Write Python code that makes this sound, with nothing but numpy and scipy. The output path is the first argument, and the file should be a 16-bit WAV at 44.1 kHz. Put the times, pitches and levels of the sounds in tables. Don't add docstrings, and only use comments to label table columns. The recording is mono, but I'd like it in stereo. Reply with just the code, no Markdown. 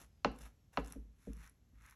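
import sys
import numpy as np
from scipy import signal
from scipy.fft import rfft, irfft, next_fast_len
from scipy.io import wavfile
from scipy.ndimage import uniform_filter1d

SR = 44100
rng = np.random.default_rng(int(sys.argv[2]) if len(sys.argv) > 2 else 0)


def voltage_ratio(decibels):
    exponent = np.asarray(decibels, float) / 20
    return 10 ** exponent


def master_out(mix):
    frames = np.transpose(np.atleast_2d(mix))
    ceiling = np.clip(frames, -1, 1)
    pcm = np.round(ceiling * 32767).astype(np.int16)
    wavfile.write(sys.argv[1], SR, pcm)


N = 85995

# start [s], speeding-up time [s], length [s], hiss level [dB], drag level [dB].
STROKES = [
    (.0002, .0004, .024, -62, -67),
    (.31, .11, .155, -65, -64),
    (.722, .012, .075, -70, -68),
    (.8, .055, .13, -68.5, -65),
    (1.12, .11, .16, -74, -78),
    (1.25, .14, .225, -71, -67),
    (1.72, .12, .2, -74, -66),
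]
# frequency [Hz], likeness [0 to 1].
AIR_SAME = [(150, 0.96), (600, .3), (2000, 0.83), (3800, 0.15), (6500, .85), (12500, 1)]


def evened(x):
    return x / np.sqrt(np.mean(x ** 2) + 1e-20)


def read(points, hz):
    f, value = np.transpose(points)
    return np.interp(np.log(hz + 1), np.log(f + 1), value)


def add(mix, s, sound):
    part = mix[round(s * SR):][:len(sound)]
    part += sound[:len(part)]


def shaped(x, response):
    size = next_fast_len(x.shape[-1] + 4096)
    spectrum = rfft(x, size) * response(np.fft.rfftfreq(size, 1 / SR))
    return irfft(spectrum, size)[..., :x.shape[-1]]


def tail(t60_of, size):
    hz, t, z = signal.stft(rng.standard_normal(size), SR, nperseg=256)
    decay = voltage_ratio(-60 * t / t60_of(hz)[:, None])
    out = signal.istft(z * decay, SR, nperseg=256)[1]
    return out / np.linalg.norm(out)


def scrape():
    # frequency [Hz], level [dB].
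    buttered = [(150, -14), (400, -6), (650, -2), (1000, 0), (1500, -4), (2200, -9), (3500, -14),
                (6000, -30)]
    # frequency [Hz], level [dB].
    dry_bread = [(200, -22), (700, -16), (1000, 0), (1500, -1), (2300, -3), (2800, -13), (4000, -15),
                 (6000, -30)]
    second_slice_s = 1.1
    t = np.arange(N) / SR
    rub = grains()
    *_, hiss_db, drag_db = np.transpose(STROKES)
    hiss = evened(crumb_hiss(rub)) * effort(t, 0, 1, hiss_db)
    first = evened(shaped(rub, lambda hz: voltage_ratio(read(buttered, hz))))
    second = evened(shaped(rub, lambda hz: voltage_ratio(read(dry_bread, hz))))
    drag_effort = effort(t, lag=.005, slower=1.1, levels_db=drag_db)
    drag = np.where(t < second_slice_s, first, second) * drag_effort
    return hiss + drag + crust_snaps()


def grains():
    grains_per_s, spread_db, clump_db, clump_s = 6000, 2.8, 2.4, .005
    size = voltage_ratio(spread_db * np.minimum(rng.exponential(1, N), 5)) * rng.standard_normal(N)
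    clump = evened(uniform_filter1d(rng.standard_normal(N), max(round(clump_s * SR), 1)))
    tears = size * (rng.random(N) < grains_per_s / SR)
    return (tears + 0.62 * rng.standard_normal(N)) * voltage_ratio(clump_db * clump)


def crumb_hiss(x):
    # frequency [Hz], level [dB].
    hiss_colour = [(300, -24), (1200, -10), (3000, -9), (5500, -3), (9000, -4), (11200, 2), (13000, -22),
                   (15500, -46)]
    return shaped(x, lambda hz: voltage_ratio(read(hiss_colour, hz)))


def effort(t, lag, slower, levels_db):
    lift_s, rest_db = .05, -24
    out = np.zeros(N)
    for (start, rise, length, *_), db in zip(STROKES, levels_db):
        end = start + length + lag
        moving = start + min(rise * slower, length)
        shape = np.interp(t, [start - .01, start, moving, end, end + lift_s], [3, 1, 0, 0, 1], right=3)
        out += voltage_ratio(db + rest_db * shape)
    return out


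def crust_snaps():
    # time [s], level [dB].
    crumbs = [(0.0275, -52), (0.0544, -63.5), (0.3167, -55), (0.3616, -53.5), (0.3879, -47), (0.4144, -57),
              (0.4193, -41.5), (0.7327, -57.5), (0.8467, -43), (0.8614, -41.5), (0.8738, -42),
              (0.8805, -46.5), (0.9014, -46.5), (0.923, -33.5), (1.3328, -43.5), (1.3685, -51),
              (1.4631, -52), (1.4757, -49), (1.496, -50.5), (1.8213, -52), (1.8622, -47.5), (1.8978, -50),
              (1.9097, -47)]
    snap_s, snap_db, low_cut_hz = .0004, 1.5, 2500
    snaps = np.zeros(N)
    u = np.arange(400) / SR
    envelope = u / snap_s * np.exp(1 - u / snap_s)
    for (at, db), burst in zip(crumbs, rng.standard_normal((len(crumbs), 400))):
        add(snaps, at, voltage_ratio(db + snap_db) * burst * envelope)
    return shaped(crumb_hiss(snaps), lambda hz: 1 / (1 + (low_cut_hz / (hz + 1)) ** 2))


def blow(db, top_hz, rebound_db, boom_db):
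    t = np.arange(SR // 3) / SR
    hit = board_ring(t) + contact_crack(t) + worktop_scatter(t)
    hit = shaped(hit, lambda f: rebound(f, rebound_db) * bending_delay(f) * softness(f, top_hz))
    return voltage_ratio(db) * hit / abs(hit).max() * 1.87 + voltage_ratio(boom_db) * 7.5 * worktop_boom(t)


def board_ring(t):
    # frequency [Hz], level [dB], t60 [s].
    modes = [(145, -10, 0.14), (267.7, -3, .08), (370, -5, .1), (486, -8.5, 0.076), (575, 1, .07),
             (838, -0.5, 0.079), (940, -5.5, .045), (1130, 1, 0.023), (1311.6, -2.5, .035),
             (1494, -8, 0.018), (2146, -15.5, 0.018), (2684, -7, 0.03), (3100, -5.5, .02),
             (4286, -6.5, .015)]
    rise_turns = 1.1
    hz, mode_db, t60 = np.transpose(modes)[:, :, None]
    ring = voltage_ratio(mode_db - 60 * t / t60) * (1 - np.exp(-t * hz / rise_turns))
    return 0.33 * (ring * np.sin(2 * np.pi * hz * t)).sum(0)


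def contact_crack(t):
    # frequency [Hz], level [dB].
    crack_colour = [(300, -28), (1000, 5.5), (1900, -12), (2900, -4), (3600, -17.5), (4300, -4.5),
                    (6800, -21), (9000, -44.5)]
    crack_db = -1
    click = 20. * (np.arange(len(t)) == 40)
    return shaped(click, lambda f: voltage_ratio(crack_db + read(crack_colour, f)))


def worktop_scatter(t):
    # frequency [Hz], level [dB], t60 [s].
    rattle = np.array([(60, -18, .3), (130, 2, .25), (250, -2, 0.22), (450, 0, .13), (700, -12, .1),
                       (1100, -8, .09), (2500, -17, .1), (5000, -27, .1)])
    rattle_db, build_s = -6, 0.0053
    scatter = tail(lambda f: read(rattle[:, ::2], f), size=16000)[:len(t)]
    scatter = scatter * (1 - np.exp(-t / build_s))
    return 40 * shaped(scatter, lambda f: voltage_ratio(rattle_db + read(rattle[:, :2], f)))


def rebound(f, rebound_db):
    return 1 + voltage_ratio(rebound_db) * np.exp(-2j * np.pi * f * .0041) / (1 + (f / 1500) ** 2)


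def bending_delay(f):
    spread, from_hz = .08, 250
    return np.exp(-4j * np.pi * spread * (np.sqrt(f + from_hz) - np.sqrt(from_hz)))


def softness(f, top_hz):
    return 1 / (1 + 1.4j * f / top_hz - (f / top_hz) ** 2) ** 3


def worktop_boom(t):
    hz, t60, rise_s, rough = 52.4, 0.26, 0.027, .15
    wobble = 1 + rough * evened(uniform_filter1d(rng.standard_normal(len(t)), 1300))
    swell = (1 - np.exp(-t / rise_s)) ** 3
    return swell * voltage_ratio(-60 * t / t60) * wobble * np.sin(2 * np.pi * hz * t)


def board_blows():
    # time [s], level [dB], hardness as top frequency [Hz], rebound [dB], worktop boom [dB].
    blows = [(.003, -65, 500, -9, -68), (0.2471, -22.5, 7030, -8, -46.5), (.395, -62, 250, -9, -51),
             (.46, -68, 303, -9, -69.5), (0.7732, -26.5, 5500, -1, -44), (.9, -60, 250, -9, -58),
             (.954, -48, 460, -5, -48), (1.05, -62.5, 250, -9, -60.5), (1.269, -44, 480, -5, -44.5),
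             (1.361, -58, 200, -9, -57), (1.505, -73, 300.1, -9, -72), (1.725, -70, 297, -9, -58.5),
             (1.8, -73.5, 310, -9, -61.5)]
    board = np.zeros(N)
    for s, *row in blows:
        add(board, max(s - .002, 0), blow(*row))
    return board


def placed(x, room_db):
    # frequency [Hz], t60 [s].
    room = [(100, 0.35), (300, 0.49), (1000, 0.31), (3000, .35), (8000, 0.27)]
    # frequency [Hz], likeness [0 to 1].
    near_same = [(200, .993), (600, .88), (1800, .95), (3500, .8), (6000, .96), (12500, .86)]
    echo = []
    for port in range(2):
        reflections = np.r_[np.zeros(130), tail(lambda hz: read(room, hz), size=20000)]
        echo.append(signal.fftconvolve(x, reflections)[:N])
    smear = signal.fftconvolve(x, tail(lambda hz: 0.028 + 0 * hz, size=1300))[:N]
    return ports(x, smear, near_same) + voltage_ratio(room_db) * ports(*echo, AIR_SAME)


def ports(left, other, same):
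    # frequency [Hz], turn [radians].
    lead = [(0, 0), (2300, .2), (4200, .9), (4800, 3.1), (5500, 5.6), (9250, 9.42), (12200, 12.5),
            (20000, 12.6)]

    def like(hz):
        return np.clip(read(same, hz), 0, 1)

    turned = shaped(left, lambda hz: like(hz) * np.exp(-1j * np.interp(hz, *np.transpose(lead))))
    unrelated = shaped(other, lambda hz: np.sqrt(1 - like(hz) ** 2))
    return np.array([left, turned + unrelated])


def air():
    # frequency [Hz], level [dB].
    hush_colour = [(25, 1.5), (52, 20), (130, 13.5), (350, -1.5), (1500, -15), (4800, -16), (11300, -20),
                   (14000, -41.5)]
    hush_db, fade_db_per_s = -68, -1.1
    t = np.arange(N) / SR
    hush = evened(shaped(rng.standard_normal((2, N)), lambda hz: voltage_ratio(read(hush_colour, hz))))
    level = voltage_ratio(hush_db + fade_db_per_s * t)
    return ports(*(level * hush + electric_whine(t) + far_bird()), AIR_SAME)


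def electric_whine(t):
    hz, level_db, flicker_db = 11600, -94, 2.2
    flicker = evened(uniform_filter1d(rng.standard_normal(N), 900))
    return voltage_ratio(level_db + flicker_db * flicker) * np.sin(2 * np.pi * hz * t)


def far_bird():
    # start [s], length [s], first pitch [Hz], last pitch [Hz], level [dB].
    chirps = [
        (0.037, 0.24, 5350, 4700, -88),
        (.5, .22, 6040, 5000, -94),
    ]
    song = np.zeros(N)
    for s, length, from_hz, to_hz, db in chirps:
        u = np.arange(0, 1, 1 / (length * SR))
        quiver = 900 * uniform_filter1d(rng.standard_normal(N), 300)[:len(u)]
        hz = from_hz + (to_hz - from_hz) * u + quiver
        add(song, s, voltage_ratio(db) * np.sqrt(np.sin(np.pi * u)) * np.sin(2 * np.pi * np.cumsum(hz) / SR))
    return song


def scene():
    return placed(scrape(), room_db=-13.5) + placed(board_blows(), room_db=-14.5) + air()


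def low_pass(x):
    return signal.sosfilt(signal.butter(12, 15800, fs=SR, output="sos"), x)


def record(dry):
    return low_pass(dry)


dry = scene()
out = record(dry)
master_out(out)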